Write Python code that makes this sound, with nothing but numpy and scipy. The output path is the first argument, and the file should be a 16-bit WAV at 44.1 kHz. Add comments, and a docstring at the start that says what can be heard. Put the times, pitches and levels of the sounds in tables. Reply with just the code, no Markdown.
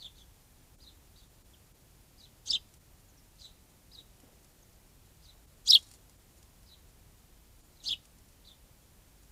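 """Songbirds at a garden bird bath

Close to the microphone, three sharp two-syllable chirps; from deeper in the thicket, fainter, rounder
ones and a few peeps. Each is a swept tone from the syrinx, scattered by leaves. Twigs tick under hopping
feet, foliage stirs and one bird flutters off. The microphone is a trail camera's: distant rumble lies
under its own hiss, and its noise suppressor opens for the loud calls."""
import sys
import numpy as np
from scipy import signal
from scipy.fft import rfft, irfft
from scipy.io import wavfile
from scipy.ndimage import uniform_filter1d

SR = 44100
rng = np.random.default_rng(int(sys.argv[2]) if len(sys.argv) > 2 else 0)


def output_pcm(signal):
    """Save a mono or channel-first signal as 16-bit PCM at the path in sys.argv[1].

    Samples are clipped to [-1, 1] before scaling.
    """
    pcm = np.clip(np.atleast_2d(signal).T, -1, 1) * 32767
    wavfile.write(sys.argv[1], SR, np.round(pcm).astype(np.int16))


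N = 410571
TIME = np.arange(N) / SR
# spectrum of a dry twig or leaf cracking: (frequency [Hz], relative level [dB])
CRACK_COLOUR = [(500, -7), (1500, -8), (3800, -2), (7000, 2), (11000, -1), (15000, -20)]


def close_bird(rasp_lead_s=0.020):
    """A rasp leads into each chirp, which reaches the microphone directly, off the ground and off leaves."""
    # (start [s], crest pitch [ratio], arch pitch [ratio], crest gain [dB], accent [dB], arch gain [dB],
    # arch growth [dB per chirp length], octave gain [dB], rasp level [dB], ground echo delay [s],
    # echo gain [dB], leaf scatter [dB], treble as the beak points to or away from the microphone [dB])
    calls = [(2.472, 1.017, 1.014, -32.5, 4.5, -32, -7.5, 7, -48, .0098, -12, -8, -17),
             (5.671, 1.1, 1.094, -19, 0, -21, 3, -4, -45, .0035, -14, -15.5, 11),
             (7.846, .975, 0.99, -32, -2.5, -34.5, 0.5, -1, -49.5, .0065, -10, -5, 7)]
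    # the first syllable climbs to a crest, the second is a lower arch; both end in a flick:
    # (time into the chirp [s], base pitch [Hz], relative level [dB], base octave overtone [dB])
    crest_shape = [(0, 2952, -28.5, -2), (.008, 3150, -20.5, 6), (.019, 4610, -12.5, -31),
                   (.029, 4386, -9, -31), (.036, 5175, -0.5, -36.5), (.039, 4130, -6, -18),
                   (.044, 3180, -14, -11), (.0485, 3878, -5, -24.5), (.055, 2670, -21.5, -8)]
    arch_shape = [(.059, 3070, -12, -14), (.063, 3550, -1, -22), (.069, 3453, -3, -28),
                  (.077, 4062, -8.5, -22.5), (.083, 3150, -1.5, -33), (.090, 3000, -4.5, -28),
                  (.095, 2503, -18.5, -23.5), (.099, 3128, -13, -28.5), (.103, 2750, -27.5, -23)]
    out = np.zeros(N)
    for (start_s, crest_pitch, arch_pitch, crest_db, accent_db, arch_db, growth_db,
         overtone_db, rasp_db, delay_s, echo_db, scatter_db, treble_db) in calls:
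        crest = sung(crest_shape, 1, crest_pitch, crest_db, 0, overtone_db)
        crest[np.argmax(crest[:, 1]), 2] += accent_db   # the highest note is stressed
        arch = sung(arch_shape, 1, arch_pitch, arch_db, growth_db, overtone_db)
        contour = np.vstack([crest, arch])
        chirp = syrinx(contour, jitter=0.026, shimmer_db=2.0, third_db=-35, turbulence_db=-30.5)
        t = TIME[:len(chirp)]
        bin_hz = np.fft.rfftfreq(len(t), 1 / SR)
        beam_db = np.interp(bin_hz, [7000, 11000], [0, treble_db])   # only the top is directional
        chirp = irfft(rfft(chirp) * from_db(beam_db), len(t))
        ground_echo = from_db(echo_db) * np.interp(t - delay_s, t, chirp, left=0)
        in_leaves = thicket(chirp, scatter_db, near_t60=0.097, far_t60=0.4, far_db=-20.5)
        add(out, start_s, ground_echo + in_leaves)
        add(out, start_s - rasp_lead_s, rasp(rasp_db, rise_s=0.016, fall_s=0.057))
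    return out


def far_birds(rasp_lead_s=0.021):
    """Rounder chirps and lone falling peeps, farther off in the bushes and blurred by foliage."""
    # (start [s], length [ratio], pitch [ratio], gain [dB], growth from start to end [dB],
    # rasp level [dB], leaf scatter [dB])
    calls = [(-.010, .88, .89, -49, -2.5, -68, -3.5), (.151, .85, .86, -65.5, -10, -67, 2.5),
             (0.802, 1.05, 0.98, -55, 4, -70, -4.5), (1.159, 1.1, .93, -66.5, -28, -71, -0.5),
             (2.173, 0.94, 1, -55, 7, -67, -7), (3.384, 0.88, 0.98, -55, 5, -60, 3),
             (3.915, 1, .99, -51, -4.5, -69, -7.5), (5.220, 1, 1, -59, 5.5, -66, -7),
             (6.655, 0.95, 0.99, -63, 1, -80, 1), (7.732, 1, 1, -65, 12, -78, -8),
             (8.442, .94, .88, -63.5, -16, -72, 5.5)]
    # two smooth arches: (time [s], base pitch [Hz], relative level [dB], base octave overtone [dB])
    round_shape = [(0, 3720, -12, -12), (.013, 5100, -10.5, -35), (.028, 4934, -9, -32),
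                   (.036, 4400, -2.5, -17.5), (.045, 3944, -5, -25), (.054, 3550, -26, -18),
                   (.063, 3850, -6, -32), (.074, 4050, 0.5, -16), (.090, 3480, -9.5, -15),
                   (.103, 2946, -23.5, -17)]
    # (start [s], length [s], opening pitch [Hz], level [dB], leaf scatter [dB])
    peeps = [(1.534, 0.018, 3520, -61, -10), (3.083, 0.022, 7000, -68, -7), (3.172, .03, 5930, -66.5, -6),
             (4.624, .012, 6970, -63, -12)]
    out = np.zeros(N)
    for start_s, stretch, pitch, db, growth_db, rasp_db, scatter_db in calls:
        contour = sung(round_shape, stretch, pitch, db, growth_db, overtone_db=-4.0)
        chirp = syrinx(contour, jitter=0.0302, shimmer_db=4.5)
        add(out, start_s, thicket(chirp, scatter_db, near_t60=0.15, far_t60=0.49, far_db=-17.5))
        add(out, start_s - rasp_lead_s, rasp(rasp_db, rise_s=0.049, fall_s=0.11))
    for start_s, length_s, hz, db, scatter_db in peeps:
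        contour = [(0, hz, db - 5, -30),
                   (length_s / 2, hz * 0.93, db, -30),
                   (length_s, hz * 0.82, db - 9, -30)]
        peep = syrinx(contour, jitter=0.028)
        add(out, start_s, thicket(peep, scatter_db, near_t60=0.12, far_t60=0.5, far_db=-18))
    return out


def sung(shape, stretch, pitch, level_db, growth_db, overtone_db):
    """A contour as the bird sings it this time: slower or faster, higher or lower, swelling or fading."""
    s, hz, db, octave_db = np.transpose(shape)
    swell_db = growth_db * (s / s[-1] - 0.5)
    return np.transpose([s * stretch, hz * pitch, db + level_db + swell_db, octave_db + overtone_db])


def syrinx(contour, jitter, shimmer_db=2.5, third_db=-33, fourth_db=-52, turbulence_db=-32, edge_s=0.002):
    """The bird's voice: a trembling tone swept along a contour, with overtones and a trace of air noise."""
    s, hz, db, octave_db = np.transpose(contour)
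    s = np.maximum.accumulate(s - s[0])
    t = TIME[:SR // 2]
    glide_hz = uniform_filter1d(np.interp(t, s, hz), size=48)
    pitch_hz = glide_hz * (1 + jitter * wobble(900, len(t)))
    phase = 2 * np.pi * np.cumsum(pitch_hz) / SR
    voiced = np.clip(t / edge_s, 0, 1) * np.clip((s[-1] - t) / edge_s + 1, 0, 1)
    level = voiced * from_db(np.interp(t, s, db) + shimmer_db * wobble(600, len(t)))
    overtones = (from_db(np.interp(t, s, octave_db)) * np.sin(2 * phase)
                 + from_db(third_db) * np.sin(3 * phase)
                 + from_db(fourth_db) * np.sin(4 * phase))
    breath_band = signal.butter(4, [3200, 13000], "band", fs=SR, output="sos")
    turbulence = from_db(turbulence_db) * signal.sosfilt(breath_band, rng.standard_normal(len(t)))
    flicker = from_db(3.48 * wobble(400, len(t)))
    return np.sqrt(2) * level * (np.sin(phase) + overtones * flicker + turbulence)


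def rasp(level_db, rise_s, fall_s, rough_db=3, fade_db=-17):
    """The syrinx flutters irregularly as a call gets going: hoarse, gritty air."""
    # resonances of throat and beak: (frequency [Hz], relative level [dB])
    throat_colour = [(2000, -41), (3000, -6.5), (4300, -2), (5400, -7), (6300, 2), (7100, -8),
                     (8500, -10.5), (15000, -39.5)]
    t = TIME[:SR // 4]
    swell_db = np.interp(t, [0, rise_s, rise_s + fall_s], [fade_db, 0, fade_db], right=-np.inf)
    grit = rng.standard_normal(len(t)) * from_db(rough_db * wobble(700, len(t)))
    breath = from_db(level_db + swell_db) * coloured(grit, throat_colour)
    return thicket(breath, scatter_db=-9, near_t60=0.093, far_t60=0.4, far_db=-21)


def thicket(x, scatter_db, near_t60, far_t60, far_db, first_echo_s=0.0016):
    """The direct sound, a quick spray of echoes off nearby leaves and a faint tail from the bushes behind."""
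    # what near leaves and far bushes throw back: (frequency [Hz], relative level [dB])
    leaf_colour = [(2000, -2), (3500, 3.5), (5500, 4), (8000, 7.5), (14000, -2)]
    bush_colour = [(2000, -5), (3200, -7), (4100, 3), (5000, 2.5), (8000, 1), (14000, -2)]
    t = TIME[:SR // 2]
    near = coloured(rng.standard_normal(len(t)), leaf_colour) * from_db(-60 * t / near_t60)
    far = coloured(rng.standard_normal(len(t)), bush_colour) * from_db(far_db - 60 * t / far_t60)
    echoes = (near + far) * (t > first_echo_s)
    scattered = signal.fftconvolve(x, echoes / np.linalg.norm(echoes))[:len(x)]
    return x + from_db(scatter_db) * scattered


def twigs(t60=0.03, trim_db=-8):
    """A foot lands on a twig or dry leaf: a crack that dies at once."""
    # (time [s], level before the trim [dB])
    landings = [(2.739, -45.5), (4.201, -47.5), (4.445, -49), (5.914, -42), (5.938, -44), (6.096, -48.5),
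                (6.428, -47), (6.630, -52), (8.054, -47), (8.185, -51.5)]
    out, t = np.zeros(N), TIME[:SR // 10]
    for start_s, db in landings:
        crack = coloured(rng.standard_normal(len(t)), CRACK_COLOUR)
        add(out, start_s, crack * from_db(db + trim_db - 60 * t / t60))
    return out


def wings(beat_hz=22, depth=0.43):
    """Every wingbeat pushes a soft puff of air."""
    # bursts of wingbeats: (strongest moment [s], level [dB])
    flutters = [(3.99, -67), (4.25, -63)]
    # (frequency [Hz], relative level [dB])
    puff_colour = [(100, -14), (250, 4.5), (600, -1.5), (1200, -14), (4000, -20), (12000, -23)]
    beats = 1 + depth * np.sin(2 * np.pi * beat_hz * TIME)
    puffs = beats * coloured(rng.standard_normal(N), puff_colour)
    return swells(flutters, rise_db_per_s=250, fall_db_per_s=85) * puffs


def leaves(cracks_per_s=1400, spread_db=3, bed_db=-76.5):
    """Dry leaves brush each other in many tiny cracks: a faint bed that swells as the birds shift about."""
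    # (strongest moment [s], level [dB])
    stirs = [(4.55, -77), (5.79, -60.5), (5.92, -63), (6.38, -73)]
    cracks = (rng.random(N) < cracks_per_s / SR) * rng.standard_normal(N)
    cracks = coloured(cracks * from_db(spread_db * wobble(70, N)), CRACK_COLOUR)
    crackle = thicket(cracks, scatter_db=0, near_t60=0.04, far_t60=0.2, far_db=-16.0)
    level = from_db(bed_db) + swells(stirs, rise_db_per_s=218.5, fall_db_per_s=164.5)
    return level * rms_one(crackle)


def rumble_and_hiss(level_db=-59.5, dip_s=0.011, rumble_hz=500):
    """Steady distant rumble under the microphone's own hiss, which now and then dips briefly."""
    # (frequency [Hz], relative level [dB])
    floor_colour = [(12, -28.5), (20, -4.5), (44, 2), (98, -4.5), (238, -14), (274, -14.5), (333, -16.5),
                    (382, -17), (416, -18.5), (788, -21.5), (1160, -25), (1580, -26.5), (5090, -28.5),
                    (14300, -28.5), (15500, -33)]
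    # (time [s], hiss gain [dB])
    dips = [(.771, -18), (1.288, -6), (1.435, -10), (1.733, -9), (2.792, -7), (5.466, -7), (6.171, -7),
            (7.622, -9)]
    noise = coloured(rng.standard_normal(N), floor_colour)
    rumble = signal.sosfiltfilt(signal.butter(2, rumble_hz, fs=SR, output="sos"), noise)
    hiss = noise - rumble
    dips_db = sum(db * np.exp(-((TIME - s) / dip_s) ** 2) for s, db in dips)
    return from_db(level_db) * (rumble + hiss * from_db(dips_db))


def suppressor(x, threshold_db=-55, range_db=18, lift_db=9.0, release_db_per_s=230, band_hz=(150, 6000)):
    """The camera's midrange gain rests low; a loud call opens it, and the hiss swells along."""
    middle = signal.sosfilt(signal.butter(1, band_hz, "band", fs=SR, output="sos"), x)
    power = np.abs(uniform_filter1d(middle ** 2, size=440))
    level_db = 10 * np.log10(power + 1e-12)
    release_db = release_db_per_s * TIME
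    held_db = np.maximum.accumulate(level_db + release_db) - release_db   # jumps up, sinks steadily
    opening = uniform_filter1d(np.clip((held_db - threshold_db) / range_db, 0, 1), size=880)
    return x + middle * (from_db(lift_db * opening) - 1)


def swells(events, rise_db_per_s, fall_db_per_s):
    """Gain that swells up to each event and dies away after it."""
    gain = np.zeros(N)
    for s, db in events:
        drop_db = np.maximum(rise_db_per_s * (s - TIME), fall_db_per_s * (TIME - s))
        gain += from_db(db - drop_db.clip(0, 200))
    return gain


def coloured(x, spectrum):
    """Filter by a smooth spectrum; rms 1."""
    hz, db = np.transpose(spectrum)
    bin_hz = np.maximum(np.fft.rfftfreq(len(x), 1 / SR), 1)
    gain = from_db(np.interp(np.log(bin_hz), np.log(hz), db))
    return rms_one(irfft(rfft(x) * gain, len(x)))


def wobble(rate_hz, size):
    """Random wander between knots of spread 1."""
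    knots = rng.standard_normal(size)
    return np.interp(np.arange(size) * rate_hz / SR, np.arange(size), knots)


def add(track, start_s, sound):
    """Mix a sound into the track at its time."""
    at = round(start_s * SR)
    part = sound[max(-at, 0):N - at]
    track[max(at, 0):max(at, 0) + len(part)] += part


def from_db(db):
    return 10 ** (np.asarray(db) / 20)


def rms_one(x):
    return x / np.sqrt(np.mean(x ** 2) + 1e-20)


def scene():
    """The garden from one microphone by the bird bath, in mono."""
    return (close_bird() + far_birds() + twigs() + leaves() + wings() + rumble_and_hiss())[None]


def record(dry):
    """The trail camera: noise suppression, then a steep cut above 15.5 kHz."""
    top_cut = signal.ellip(10, 0.1, 70, 15500, fs=SR, output="sos")
    return signal.sosfilt(top_cut, suppressor(dry))


dry = scene()
out = record(dry)
output_pcm(out)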